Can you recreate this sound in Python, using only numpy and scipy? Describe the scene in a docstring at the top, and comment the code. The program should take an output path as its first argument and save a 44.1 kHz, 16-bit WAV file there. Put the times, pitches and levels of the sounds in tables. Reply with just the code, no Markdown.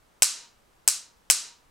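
"""A small, quiet room hushes and rumbles. Close to a stereo recorder, a high-voltage spark jumps an air gap:
its shock front cracks and overloads the microphones into a dull knock, slaps come off nearby surfaces,
and a bright tail rings out while the limiter, ducked by the hit, slowly recovers.
A weaker, brighter spark follows, then a third as strong as the first, dying away into the room tone."""
import sys
import numpy as np
from scipy import signal
from scipy.fft import rfft, irfft
from scipy.io import wavfile
from scipy.ndimage import uniform_filter1d

SR = 44100
rng = np.random.default_rng(int(sys.argv[2]) if len(sys.argv) > 2 else 0)


def store_pcm(level_fs):
    """Save levels as 16-bit WAV."""
    pcm = np.round(np.clip(level_fs, -1, 1) * 32767).astype(np.int16)
    wavfile.write(sys.argv[1], SR, np.atleast_2d(pcm).T)


N = 74970

# the hits: t/s, level/dB, crackle decay/ms, trims for crackle/dB, knock/dB, snap/dB, thump/dB and room/dB,
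# brightness/(dB per octave)
SPARKS = [(0.2220, 9, .6, 0.5, -2.5, -3, 2, 0, -0.57), (0.8770, -3, .7, 3, -3.5, -5, -24.5, 2.5, 0.98),
          (1.3004, 8.5, 0.51, -0.5, -4.5, -1, -3.5, -1.5, -0.5)]
# direct sound and slaps, gap to microphones: delay/ms, level/dB, left minus right/dB, crackle/dB
SHOCK_PATHS = [(0, 0.5, -3.5, -3), (1.153, -1, 4.5, 1), (2.62, -4, 1.5, 0), (6.754, -7.5, 9.5, -10.5),
               (8.564, -0.5, -1.5, -7.5), (9.316, -3.5, 11, -2.5), (13.31, -5.5, 0.5, -9),
               (22.08, -13, -9, -8)]
# tone of the crack as the microphones hear it: f/Hz, level/dB
CRACK_EQ = [(60, -32), (300, -29), (800, -20), (1500, -19), (2200, -17.5), (3500, -20.5), (5500, -5.5),
            (6200, -8), (7900, 0.5), (10000, -6.5), (12000, -14), (15500, -18)]
# low knock of the overloaded microphones: f/Hz, level/dB
KNOCK_EQ = [(40, -25.5), (180, -22), (350, -10), (700, 3.5), (1000, 2.5), (1450, -12.5), (3000, -23.5),
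            (16000, -60)]
# their midrange snap: f/Hz, level/dB
SNAP_EQ = [(40, -48.5), (1000, -24), (1600, -14), (2200, -3), (3100, .5), (3600, -13.5), (6000, -21.5),
           (16000, -50)]
# the thump that pushes them opposite ways: f/Hz, level/dB
THUMP_EQ = [(40, -25.5), (130, -17), (300, -4), (600, -1.5), (1100, -2.5), (2200, -5.5), (5000, -29),
            (16000, -49.5)]
# tone and length of the room tail: f/Hz, level/dB, t60/s
TAIL_BANDS = [(60, -35, .4), (250, -30.5, 0.52), (770, -24.5, .44), (1174, -17.5, .42), (2080, -14.5, .38),
              (2770, -10.5, 0.37), (3600, -10, .36), (5000, -3, 0.33), (8000, 1, 0.27), (10200, -3.5, 0.24),
              (12500, -15.5, .225), (16000, -26, .2)]
# narrow resonances of things in the room: f/Hz, width/Hz, level/dB, t60/s
OBJECT_RINGS = [(946, 19, -62, 0.74), (1236, 150, -50.5, .4), (1540, 100, -41, .24), (4043, 160, -37, .37)]
# colour of the steady room tone: f/Hz, level/dB
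ROOM_TONE_EQ = [(10, -2.5), (25, 1), (60, -3.5), (120, -7), (300, -8.5), (600, -9.5), (1100, -10),
                (2000, -16), (4000, -20), (9000, -23), (15500, -29.5)]
# its stereo width, side against mid: f/Hz, level/dB
ROOM_TONE_WIDTH = [(30, -10), (150, -4.5), (1000, 1.5), (8000, -8)]
# fader ride on its low rumble: t/s, level/dB
RUMBLE_RIDE = [(0, 5), (.2, 0), (.35, -3), (.48, -2), (.56, 3.5), (.8, 2.5), (1.0, -4), (1.1, 2),
               (1.22, 4.5), (1.38, -1.5), (1.55, -4), (1.659, 5.5)]

CRACK_DB, KNOCK_DB, SNAP_DB, THUMP_DB, TAIL_DB, ROOM_TONE_DB = 20, 12.5, 21, 12, 22.5, -65  # layer faders
SIZE = 32768  # samples in one spark with its tail
AGE, FREQ = np.arange(SIZE) / SR, np.fft.rfftfreq(SIZE, 1 / SR)
OPPOSED = np.array([[1], [-1]])  # left and right in opposite polarity


def sparks(tilt_pivot_hz=6000):
    """Every spark fires its shock into the same room; the weak one is brighter and overloads less."""
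    tail, out = room_tail(), np.zeros((2, N + SIZE))
    octaves = np.log2(np.maximum(FREQ / tilt_pivot_hz, .5))
    for at_s, db, decay_ms, crackle_db, knock_db, snap_db, thump_db, room_db, tilt_db in SPARKS:
        tilt = causal(undb(tilt_db * octaves))
        air = tilt * (shock(decay_ms, crackle_db) + undb(room_db) * tail)
        start = int(at_s * SR)
        out[:, start:start + SIZE] += undb(db) * irfft(air + mic_overload(knock_db, snap_db, thump_db))
    return out[:, :N]


def shock(decay_ms, crackle_db, size=2048):
    """Spectrum of the front along each path, trailed by crackle from the bends of the spark channel."""
    arrivals = np.zeros((2, size))
    for delay_ms, db, pan_db, scatter_db in SHOCK_PATHS:
        crackle = stereo_noise(side_db=-7, size=size) * np.exp(-AGE[:size] * 1000 / decay_ms)
        front = undb(scatter_db + crackle_db) * crackle / np.sqrt(np.sum(crackle ** 2) / 2)
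        front[:, 0] += 1  # the clean click of the front itself
        arrivals += undb(db) * pan(pan_db) * np.roll(front, int(delay_ms * SR / 1000), axis=1)
    return rfft(arrivals, SIZE) * causal(undb(CRACK_DB + eq_curve(CRACK_EQ, FREQ)))


def mic_overload(knock_db, snap_db, thump_db, lag_s=0.00017):
    """Spectrum of the microphones recovering from the front: centred knock and snap, lopsided thump."""
    knock = undb(KNOCK_DB + knock_db + eq_curve(KNOCK_EQ, FREQ))
    snap = undb(SNAP_DB + snap_db + eq_curve(SNAP_EQ, FREQ))
    thump = undb(THUMP_DB + thump_db + eq_curve(THUMP_EQ, FREQ))
    lag = np.exp(-2j * np.pi * FREQ * lag_s)
    return (causal(np.hypot(knock, snap)) + causal(thump) * OPPOSED) * lag


def room_tail(onset_s=0.0057, early_db=2, early_s=0.0098, grain_db=2.5, merge_s=0.028, side_db=-10):
    """Spectrum of the reverb: uneven echoes merge into a tail that loses treble first; objects ring on."""
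    grain = np.log(undb(grain_db * np.exp(-AGE / merge_s)))  # early echoes stand out singly
    echoes = stereo_noise(side_db) * np.exp(grain * wander(rate_hz=3000, size=SIZE) - grain ** 2 / 2)
    spectrum = rfft(echoes) * undb(TAIL_DB + eq_curve(TAIL_BANDS, FREQ)) / np.sqrt(SR / 20)
    band_hz, _, band_t60 = np.array(TAIL_BANDS).T
    tail = 0
    for solo, t60 in zip(np.eye(len(band_hz)), band_t60):
        band = irfft(spectrum * np.interp(FREQ, band_hz, solo))
        tail += band * fade(t60)
    excitation = rfft(stereo_noise(side_db))
    for hz, width, db, t60 in OBJECT_RINGS:
        ring = irfft(excitation / (1 + (2 * (FREQ - hz) / width) ** 2))
        tail += undb(db) * ring / np.std(ring) * fade(t60)
    attack = 1 - np.exp(-(AGE / onset_s) ** 2)
    early_lift = 1 + undb(early_db) * np.exp(-AGE / early_s)
    return rfft(pan(-0.05) * attack * early_lift * tail)


def room_tone(rumble_hz=130, waver_db=0.5):
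    """A quiet bed of room noise and microphone hiss, with a wavering rumble underneath."""
    hz = np.fft.rfftfreq(N, 1 / SR)
    mid, side = rfft(rng.standard_normal((2, N))) * undb(eq_curve(ROOM_TONE_EQ, hz))
    mid, side = irfft(mid, N), irfft(side * undb(eq_curve(ROOM_TONE_WIDTH, hz)), N)
    bed = (mid + side * OPPOSED) / np.std(mid)
    rumble = signal.sosfiltfilt(signal.butter(2, rumble_hz, fs=SR, output="sos"), bed)
    ride_db = np.interp(np.arange(N) / SR, *np.array(RUMBLE_RIDE).T) + waver_db * wander(rate_hz=36)
    return undb(ROOM_TONE_DB) * (bed + rumble * (undb(ride_db) - 1))


def undb(db):
    """Decibels to gain."""
    return 10 ** (np.asarray(db) / 20)


def eq_curve(table, hz):
    """A table's level in dB along a log-frequency axis."""
    points = np.array(table, float)
    return np.interp(np.log(hz + 1e-3), np.log(points[:, 0]), points[:, 1])


def fade(t60):
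    """A decay that falls 60 dB in t60 seconds."""
    return np.exp(-np.log(1000) * AGE / t60)


def pan(db):
    """Channel gains with left db above right."""
    return undb(OPPOSED * db / 2)


def stereo_noise(side_db, size=SIZE):
    """Unit white noise whose side level sets its width."""
    mid, side = rng.standard_normal((2, size))
    return (mid + undb(side_db) * side * OPPOSED) / np.hypot(1, undb(side_db))


def wander(rate_hz, size=N):
    """A modulator gliding between random values, rate_hz of them a second."""
    return np.interp(np.arange(size) * rate_hz / SR, np.arange(size), rng.standard_normal(size))


def causal(gain):
    """Spectrum of the tightest hit with this tone and no pre-ring (minimum phase)."""
    cepstrum = irfft(np.log(gain + 1e-9))
    cepstrum[1:SIZE // 2] *= 2
    cepstrum[SIZE // 2 + 1:] = 0
    return np.exp(rfft(cepstrum))


def scene():
    """Three sparks over the room tone."""
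    return sparks() + room_tone()


def record(dry, threshold_db=-8, detect_s=.004, release_db_per_s=51.5, top_hz=15750):
    """The limiter ducks at once and recovers steadily; peaks are soft-clipped and the top is rolled off."""
    power = uniform_filter1d(np.mean(dry ** 2, axis=0), int(detect_s * SR))
    over_db = np.maximum(10 * np.log10(np.abs(power) + 1e-12) - threshold_db, 0)
    recovery_db = release_db_per_s * np.arange(N) / SR
    duck_db = np.maximum.accumulate(over_db + recovery_db) - recovery_db
    rounded = np.tanh(dry * undb(-duck_db))
    return signal.sosfilt(signal.ellip(8, .2, 70, top_hz, fs=SR, output="sos"), rounded)


dry = scene()
out = record(dry)
store_pcm(out)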